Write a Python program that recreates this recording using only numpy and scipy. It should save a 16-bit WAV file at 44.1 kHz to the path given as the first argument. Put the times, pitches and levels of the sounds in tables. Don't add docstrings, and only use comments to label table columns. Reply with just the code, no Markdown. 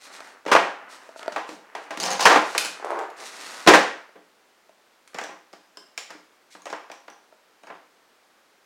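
import sys
import numpy as np
from scipy import signal
from scipy.fft import rfft, irfft, next_fast_len
from scipy.io import wavfile
from scipy.ndimage import uniform_filter1d

SR = 44100
rng = np.random.default_rng(int(sys.argv[2]) if len(sys.argv) > 2 else 0)


def persist_wave(psi):
    counts = np.round(np.clip(psi, -1, 1) * 32767).astype(np.int16)
    wavfile.write(sys.argv[1], SR, np.atleast_2d(counts).T)


N = 381465
TIME = np.arange(N) / SR
AFTER = np.arange(SR // 4) / SR


# [t/s, level/dB, thump/dB, crack/dB, spot f/Hz, rattle t60/s]
SLAMS = [(0.515, -13.5, -16, -10, 1159, 0.084), (0.550, -9, -18, -20.5, 790, 0.027),
         (2.253, -7.5, -21.5, -8, 1505, 0.06), (2.295, -14.5, -22, -13.5, 1300, 0.4),
         (2.357, -13.5, -11.5, -18, 881, 0.042), (3.673, -8, -4, -5.5, 430, 0.067),
         (3.697, -11.5, -8.5, -18.5, 470, 0.12), (3.735, -8, -24, -11, 1773, 0.069)]
FAR_EDGE_S, FAR_EDGE_DB, FAR_EDGE_THUMP_DB = .0105, -2.5, 0.5


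def slams():
    edges = [(0, 0, 0), (FAR_EDGE_S, FAR_EDGE_DB, FAR_EDGE_THUMP_DB)]
    out = np.zeros(N)
    for s, db, thump_db, crack_db, spot_hz, t60 in SLAMS:
        for late_s, edge_db, heavier_db in edges:
            force = grains(len(AFTER), 12000, 2) * fade(t60) * (1 - fade(0.0095))
            hit = blow(force, thump_db + heavier_db, crack_db, spot_hz, wet_db=-4.0)
            add(out, s + late_s, amp(db + edge_db) * hit)
    return out


# [t/s, level/dB, thump/dB, crack/dB, spot f/Hz, chatter t60/s]
KNOCKS = [(0.461, -31, 0, -12.5, 540, .06), (0.477, -28.5, -12, -13.5, 860, .13),
          (1.32, -42, -11, -1.5, 1610, .06), (1.361, -25, -33, -16, 930, .022),
          (1.368, -27.5, -20, -22, 930, .02), (1.49, -40.5, 1.5, -5.5, 567, .03),
          (1.75, -30.5, -28, -13.5, 790, .04), (1.906, -31, -18, -11, 746, .045),
          (1.973, -40, 1.5, 2, 790, .035), (2.0, -50, 7, 9, 515, .02), (2.194, -24, -32, -7.5, 890, .04),
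          (2.207, -25, -23, -2, 915, .045), (2.549, -24.5, -19, -13.5, 500, .07),
          (2.578, -31.5, -14, 1.5, 1440, .045), (2.648, -36, -8, 4, 1820, .046),
          (3.664, -23.5, -3.5, -13, 1090, .056), (4.154, -50.5, 1.5, -33, 480, 0.082)]


def knocks():
    out = np.zeros(N)
    bite = 1 - fade(.004)
    for s, db, thump_db, crack_db, spot_hz, t60 in KNOCKS:
        force = grains(len(AFTER), 7000, 2.5) * fade(t60) * bite
        add(out, s, amp(db) * blow(force, thump_db, crack_db, spot_hz, wet_db=-0.44))
    return out


# [t/s, level/dB, thump/dB, crack/dB, seat f/Hz]
CLACKS = [(5.145, -38.5, -4, -6.5, 1990), (5.186, -29, -31, -12, 1900), (5.213, -33, -13, -14.5, 697),
          (5.239, -38, -23, -5, 1610), (5.292, -40.5, -8.5, -23, 1030), (5.53, -46, -3, -7.5, 640),
          (5.977, -39, -21, 5, 2520), (6.105, -44, -10, -3, 1403), (6.148, -53, 5.5, -15, 353),
          (6.551, -44.5, -7.5, -17, 1030), (6.656, -38, -28, -9, 680), (6.667, -34.5, -23.5, -17.5, 640),
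          (6.701, -41, -9, -5.5, 640), (6.727, -28.5, -20, -20.5, 1060), (6.899, -39.5, -15.5, -21, 664),
          (6.916, -44, -14, -3.5, 1020), (7.08, -41, -19, -18, 884), (7.634, -48, -9.5, -13, 657),
          (7.67, -46.5, -21.5, -11, 894), (7.701, -38, -13, -29, 1080), (7.752, -48.5, -12, -20.5, 829)]
# [f/Hz, level/dB, t60/s]
TOOL_MODES = [(2280, 0.5, 0.016), (3068, 0.5, .012), (5300, 9.5, 0.0074), (6850, 3, 0.0091)]
CLACK_T60_S = 0.046
TOOL_RING_DB = -0.5
TOOL_SPREAD = 0.0866


def clacks():
    out = np.zeros(N)
    bite = 1 - fade(.004)
    for s, db, thump_db, crack_db, spot_hz in CLACKS:
        force = grains(len(AFTER), 5000, 2.3) * fade(CLACK_T60_S) * bite
        pitch = np.exp(TOOL_SPREAD * rng.standard_normal())
        steel = steel_ring([(pitch * hz, level, t60) for hz, level, t60 in TOOL_MODES])
        add(out, s, amp(db) * blow(force, thump_db, crack_db, spot_hz, wet_db=-3))
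        add(out, s, amp(db + crack_db + TOOL_RING_DB) * garage(steel, wet_db=-2))
    return out


# [f/Hz, level/dB]
PLASTIC = [(25, -27.5), (90, -36.5), (130, -21.5), (175, -9), (255, -1.5), (400, -4), (800, 0),
           (1700, -5.5), (3100, -9), (4000, -9.5), (6000, -11.5), (9000, -21.5), (12500, -33),
           (16000, -32.5)]
# [f/Hz, width/Hz, gain/dB]
SHELL = [(180, 27, 8.5), (308.3, 40, 10.5), (373, 27, 5), (431, 24, 6.5), (490, 15, 6), (542, 26, 4.5),
         (680, 24, 5.5), (817, 12, 7), (934, 11, 5.5), (1030, 28, 6), (1165, 32, 5), (1390, 9.8, 7.5),
         (1613, 110, 4.5), (1890, 35, 6)]


def blow(force, thump_db, crack_db, spot_hz, wet_db):
    heard = amp(wet_db) * np.linalg.norm(force) * tail()
    add(heard, 0, force)
    spot = (spot_hz, spot_hz / 2, 4)
    shell = coloured(heard, PLASTIC, SHELL + [spot])
    thump = crest(band(shell, 480, "low"))
    body = crest(band(shell, [430, 2900], "band"))
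    crack = crest(band(shell, 2600, "high"))
    return amp(thump_db) * thump - body + amp(crack_db) * crack


# [t/s, level/dB before trim, length/s]
TURNS = [(2.83, -27, .195), (3.148, -37.5, .06)]
# [t/s, level/dB before trim]
SLIPS = [(2.798, -30), (2.826, -25.5), (2.845, -17), (2.904, -14.5), (2.919, -18.5), (2.959, -22),
         (2.989, -20.5), (3.012, -21)]
# [f/Hz, level/dB]
HINGE = [(60, -62), (150, -39.5), (260, -22.5), (370, -3), (800, -1), (1250, -7), (1900, -16.5),
         (3000, -29.5), (7000, -40.5), (16000, -57.5)]
TURN_ATTACK_S, TURN_RELEASE_S = .07, 0.17


def creak():
    level = pushes(TURNS, TURN_ATTACK_S, TURN_RELEASE_S)
    wander_db = 3 * np.repeat(rng.standard_normal(N // 256 + 1), 256)[:N]
    cycles = np.cumsum(130 * amp(wander_db)) / SR
    jerks = np.diff(np.floor(cycles), prepend=0)
    fine = jerks * amp(3.06 * rng.standard_normal(N))
    out = amp(-7.5) * level * unit(coloured(fine, HINGE))
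    impulse = 1. * (AFTER == 0)
    for s, db in SLIPS:
        spot = (750 * amp(3.3 * rng.standard_normal()), 400, 4)
        add(out, s + 0.001, amp(db - 11) * crest(coloured(impulse, HINGE, [spot])))
    return garage(out, wet_db=0)[:N]


# [t/s, level/dB before trim, length/s]
SHOVES = [(1.998, -29.5, .135), (2.2, -27, .05)]
# [f/Hz, level/dB]
SCRAPE = [(59, -75.5), (100, -33.5), (192, -12), (345, -13.5), (386, -15), (703, 0), (975, -6),
          (1160, -9.5), (1280, -8.5), (3000, -13), (3900, -45), (6600, -120)]
# [f/Hz, level/dB]
GRIT = [(1470, -35), (2500, -5), (3600, -4), (4370, 3.5), (5440, -2.5), (8730, -9.5), (11400, -24),
        (16000, -30)]
GRIT_ATTACK_S, SHELL_ATTACK_S, SHOVE_RELEASE_S = .004, .04, .35


def drag():
    shell_gain = pushes(SHOVES, SHELL_ATTACK_S, SHOVE_RELEASE_S)
    grit_gain = pushes(SHOVES, GRIT_ATTACK_S, SHOVE_RELEASE_S)
    catch_db = 3 * unit(uniform_filter1d(rng.standard_normal(N), size=350))
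    low = shell_gain * unit(coloured(grains(N, 2500, 1.3), SCRAPE, SHELL))
    high = grit_gain * amp(catch_db) * unit(coloured(grains(N, 1400, 3), GRIT))
    return garage(amp(-1.5) * low + amp(-8.0) * high, wet_db=-2.5)[:N]


# [t/s, level/dB before trim]
SNAPS = [(1.753, -49.5), (1.973, -42), (2.000, -39), (2.21, -29), (2.579, -16.5), (2.647, -30),
         (2.657, -32), (2.847, -44.5), (2.905, -46.5), (2.99, -43.5), (3.101, -51), (3.198, -49.5),
         (5.076, -50.5)]
# [f/Hz, level/dB]
SNAP_SPECTRUM = [(530, -25.5), (900, -2.5), (1070, -13), (1510, -2), (1950, -12), (2140, -2.5),
                 (2300, -4.5), (4680, -9), (6720, -8.5), (10100, -13.5), (16000, -34.5)]


def snaps():
    out = np.zeros(N)
    for s, db in SNAPS:
        click = crest(coloured(rng.standard_normal(len(AFTER)) * fade(.035), SNAP_SPECTRUM))
        add(out, s, amp(db - 1.5) * garage(click, wet_db=-3))
    return out


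# [t/s, level/dB before trim, reference f/Hz]
CLINKS = [(2.001, -28.5, 6470), (2.038, -25, 5300), (2.209, -26.5, 6200), (2.227, -28, 5800),
          (5.772, -38.5, 5230), (6.620, -49.5, 6500), (6.657, -50, 6730), (7.101, -48.5, 5910)]


def clinks():
    out = np.zeros(N)
    for s, db, pitch_hz in CLINKS:
        steel = socket_ring(pitch_hz)
        seat = crest(coloured(rng.standard_normal(len(AFTER)) * fade(.04), PLASTIC, SHELL))
        add(out, s, amp(db - 4.5) * garage(steel + amp(-1.5) * seat, wet_db=-2.5))
    return out


# [ratio to reference f, level/dB, t60/s]
STEEL_MODES = [(0.6, -2.5, .02), (.98, 0, 0.035), (0.999, 2.5, .035), (1.02, 1, .03), (1.44, -4.5, .025),
               (1.59, -9, .02), (1.95, -13, .015)]


def socket_ring(pitch_hz):
    return steel_ring([(ratio * pitch_hz, level, t60) for ratio, level, t60 in STEEL_MODES])


STEEL_LOW_HZ = 890


def steel_ring(modes):
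    return crest(band(ring(modes), STEEL_LOW_HZ, "high", order=2))


JINGLE_PER_S, JINGLE_HZ = 130, 5700
JINGLE_SPREAD, JINGLE_DB = .22, -2.5


def jingle():
    out = np.zeros(N)
    for s, db, length_s in SHOVES:
        for when, size, softness in rng.random((int(length_s * JINGLE_PER_S), 3)):
            pitch_hz = JINGLE_HZ * np.exp(JINGLE_SPREAD * (2 * size - 1))
            hit_db = db + JINGLE_DB - 6.4 * softness
            add(out, s + when * length_s, amp(hit_db) * socket_ring(pitch_hz))
    return garage(out, wet_db=-7.5)[:N]


# [t/s, level/dB before trim, tick/dB re body]
TAPS = [(0.104, -46.5, -14), (0.205, -36.5, -4), (0.453, -38, -11.5), (1.091, -37, -17),
        (1.161, -35.5, -30), (1.194, -37, -4), (1.23, -41.5, 4.5), (1.261, -34, -14), (1.28, -18.5, -18),
        (4.092, -46, -20), (4.694, -46.5, -14), (7.326, -45.5, -22)]
# [f/Hz, level/dB, share of TAP_T60_S]
HOUSING = [(654, 0.5, 0.82), (894, -7.5, 0.74), (1371, -5.5, 0.4)]
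TAP_T60_S, TICK_T60_S = .045, .008


def taps():
    modes = [(hz, level, share * TAP_T60_S) for hz, level, share in HOUSING]
    out = np.zeros(N)
    for s, db, tick_db in TAPS:
        noise = rng.standard_normal(len(AFTER)) * fade(TICK_T60_S)
        tick = crest(band(noise, [900, 5000], "band", order=2))
        body = crest(band(ring(modes), 270, "high", order=4))
        add(out, s, amp(db - 5.0) * garage(body + amp(tick_db) * tick, wet_db=-9))
    return out


# [t/s, level/dB before trim, length/s]
SCUFFS = [(0.0, -48, 0.11), (0.11, -45.5, .09), (0.197, -53.5, 0.16), (0.883, -48, .11),
          (0.973, -59.5, 0.2), (1.155, -50, .08), (1.246, -59.5, .12), (1.46, -50, .12), (1.814, -56, .06),
          (2.43, -41.5, .2), (3.161, -44, .14), (3.25, -43, .06), (3.28, -42, 0.5), (6.50, -52, .08)]
# [f/Hz, level/dB]
CLOTH = [(1180, -29), (2000, -4.5), (3170, -7), (4190, -4), (4820, -6.5), (5390, -5.5), (8780, -11),
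         (16000, -32)]
# [t/s, level/dB before trim, length/s]
RUBS = [(0.0, -44.5, 0.44), (0.507, -17.5, 0.045), (0.6, -44.5, 0.64), (1.19, -39, 0.16),
        (1.55, -50.5, 0.66), (1.78, -53.5, 0.4), (2.25, -23.5, 0.22), (2.55, -43.5, 0.76),
        (3.14, -45, 0.28), (3.3, -39, 0.78), (5.125, -43.5, 0.072), (5.168, -41, 0.039), (6.088, -45, .06),
        (6.69, -53, 0.075), (7.662, -45, 0.087)]
# [f/Hz, level/dB]
RUB_SPECTRUM = [(59, -61.5), (100, -30), (192, -15.5), (283, -5), (472, -4), (882, -1), (975, 0),
                (1410, 0.5), (1850, -1.5), (3000, -12.5), (3900, -42), (6600, -120)]


def handling():
    cloth = strokes(SCUFFS) * unit(coloured(grains(N, 7300, 3), CLOTH))
    rub = strokes(RUBS) * unit(coloured(grains(N, 2200, 2.3), RUB_SPECTRUM))
    return garage(amp(-1.5) * cloth + amp(-4.0) * rub, wet_db=-4.5)[:N]


# [f/Hz, level/dB]
QUIET = [(20, -21), (100, -20), (140, -17), (214, -5), (480, 0), (700, -.5), (1550, -2.5), (2750, -8),
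         (4800, -11), (7100, -15), (11000, -21), (16000, -23)]
QUIET_DB = -61


def still_air():
    return amp(QUIET_DB) * unit(coloured(rng.standard_normal(N), QUIET))


# [f/Hz, t60/s]
GARAGE_T60 = [(150, 0.38), (600, 0.43), (2000, 0.47), (5000, 0.45), (9000, 0.39), (15000, 0.29)]


def tail():
    hz, t, z = signal.stft(rng.standard_normal(SR * 5 // 8), SR, nperseg=256)
    decay_db = -60 * t / along(GARAGE_T60, hz)[:, None]
    x = signal.istft(z * amp(decay_db), SR, nperseg=256)[1]
    x *= 1 - np.exp(-np.arange(len(x)) / SR / 0.0064)
    return x / np.linalg.norm(x)


def garage(x, wet_db):
    answer = amp(wet_db) * signal.fftconvolve(x, tail())
    add(answer, 0, x)
    return answer


def grains(count, rate, spread_db):
    hits = rng.random(count) < rate / SR
    size = rng.standard_normal(count) * amp(spread_db * rng.standard_normal(count))
    return unit(hits * size)


def ring(modes):
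    out = np.zeros(len(AFTER))
    for hz, db, t60 in modes:
        out += amp(db + rng.normal(0, 2.9)) * fade(t60) * np.sin(2 * np.pi * hz * AFTER)
    return out


def fade(t60):
    return amp(-60 * AFTER / max(t60, .001))


def strokes(rows):
    gain = np.zeros(N)
    for s, db, length_s in rows:
        phase = np.clip(TIME[:SR] / length_s, 0, 1) ** 0.76
        add(gain, s, amp(db) * np.sin(np.pi * phase))
    return gain


def pushes(rows, attack_s, release_s):
    gain, t = np.zeros(N), TIME[:SR]
    for s, db, length_s in rows:
        release_db = -60 * np.maximum(t - length_s, 0) / release_s
        add(gain, s, amp(db + release_db) * np.minimum(t / attack_s, 1))
    return gain


def amp(db):
    return 10 ** (np.asarray(db) / 20)


def unit(x):
    return x / np.sqrt(np.mean(x ** 2) + 1e-20)


def crest(x, size=440):
    return x / np.sqrt(uniform_filter1d(x ** 2, size, mode="constant").max() + 1e-20)


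def along(points, hz):
    f, v = np.transpose(points)
    return np.interp(np.log(hz + 1), np.log(f + 1), v)


def add(track, s, x):
    part = track[max(round(s * SR), 0):][:len(x)]
    part += x[:len(part)]


def coloured(x, spectrum, peaks=()):
    m = 2 * next_fast_len(len(x) // 2 + 4096)
    hz = np.fft.rfftfreq(m, 1 / SR)
    db = along(spectrum, hz)
    for f, width_hz, gain_db in peaks:
        db = db + gain_db / (1 + (2 * (hz - f) / width_hz) ** 2)
    cepstrum = irfft(np.log(amp(db)))
    cepstrum[1:m // 2] *= 2
    cepstrum[m // 2 + 1:] = 0
    response = np.exp(rfft(cepstrum))
    return irfft(rfft(x, m) * response)[:len(x)]


def band(x, hz, kind, order=3):
    return signal.sosfilt(signal.butter(order, hz, kind, fs=SR, output="sos"), x)


def scene():
    blows = slams() + knocks() + clacks() + snaps() + clinks() + taps()
    return (blows + creak() + drag() + jingle() + handling() + still_air())[None]


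TOP_HZ = 16300


def record(dry):
    clipped = dry / (1 + np.abs(dry) ** 6) ** (1 / 6)
    m = next_fast_len(N + SR)
    passed = np.fft.rfftfreq(m, 1 / SR) < TOP_HZ
    return irfft(rfft(clipped, m) * passed, m)[:, :N]


dry = scene()
out = record(dry)
persist_wave(out)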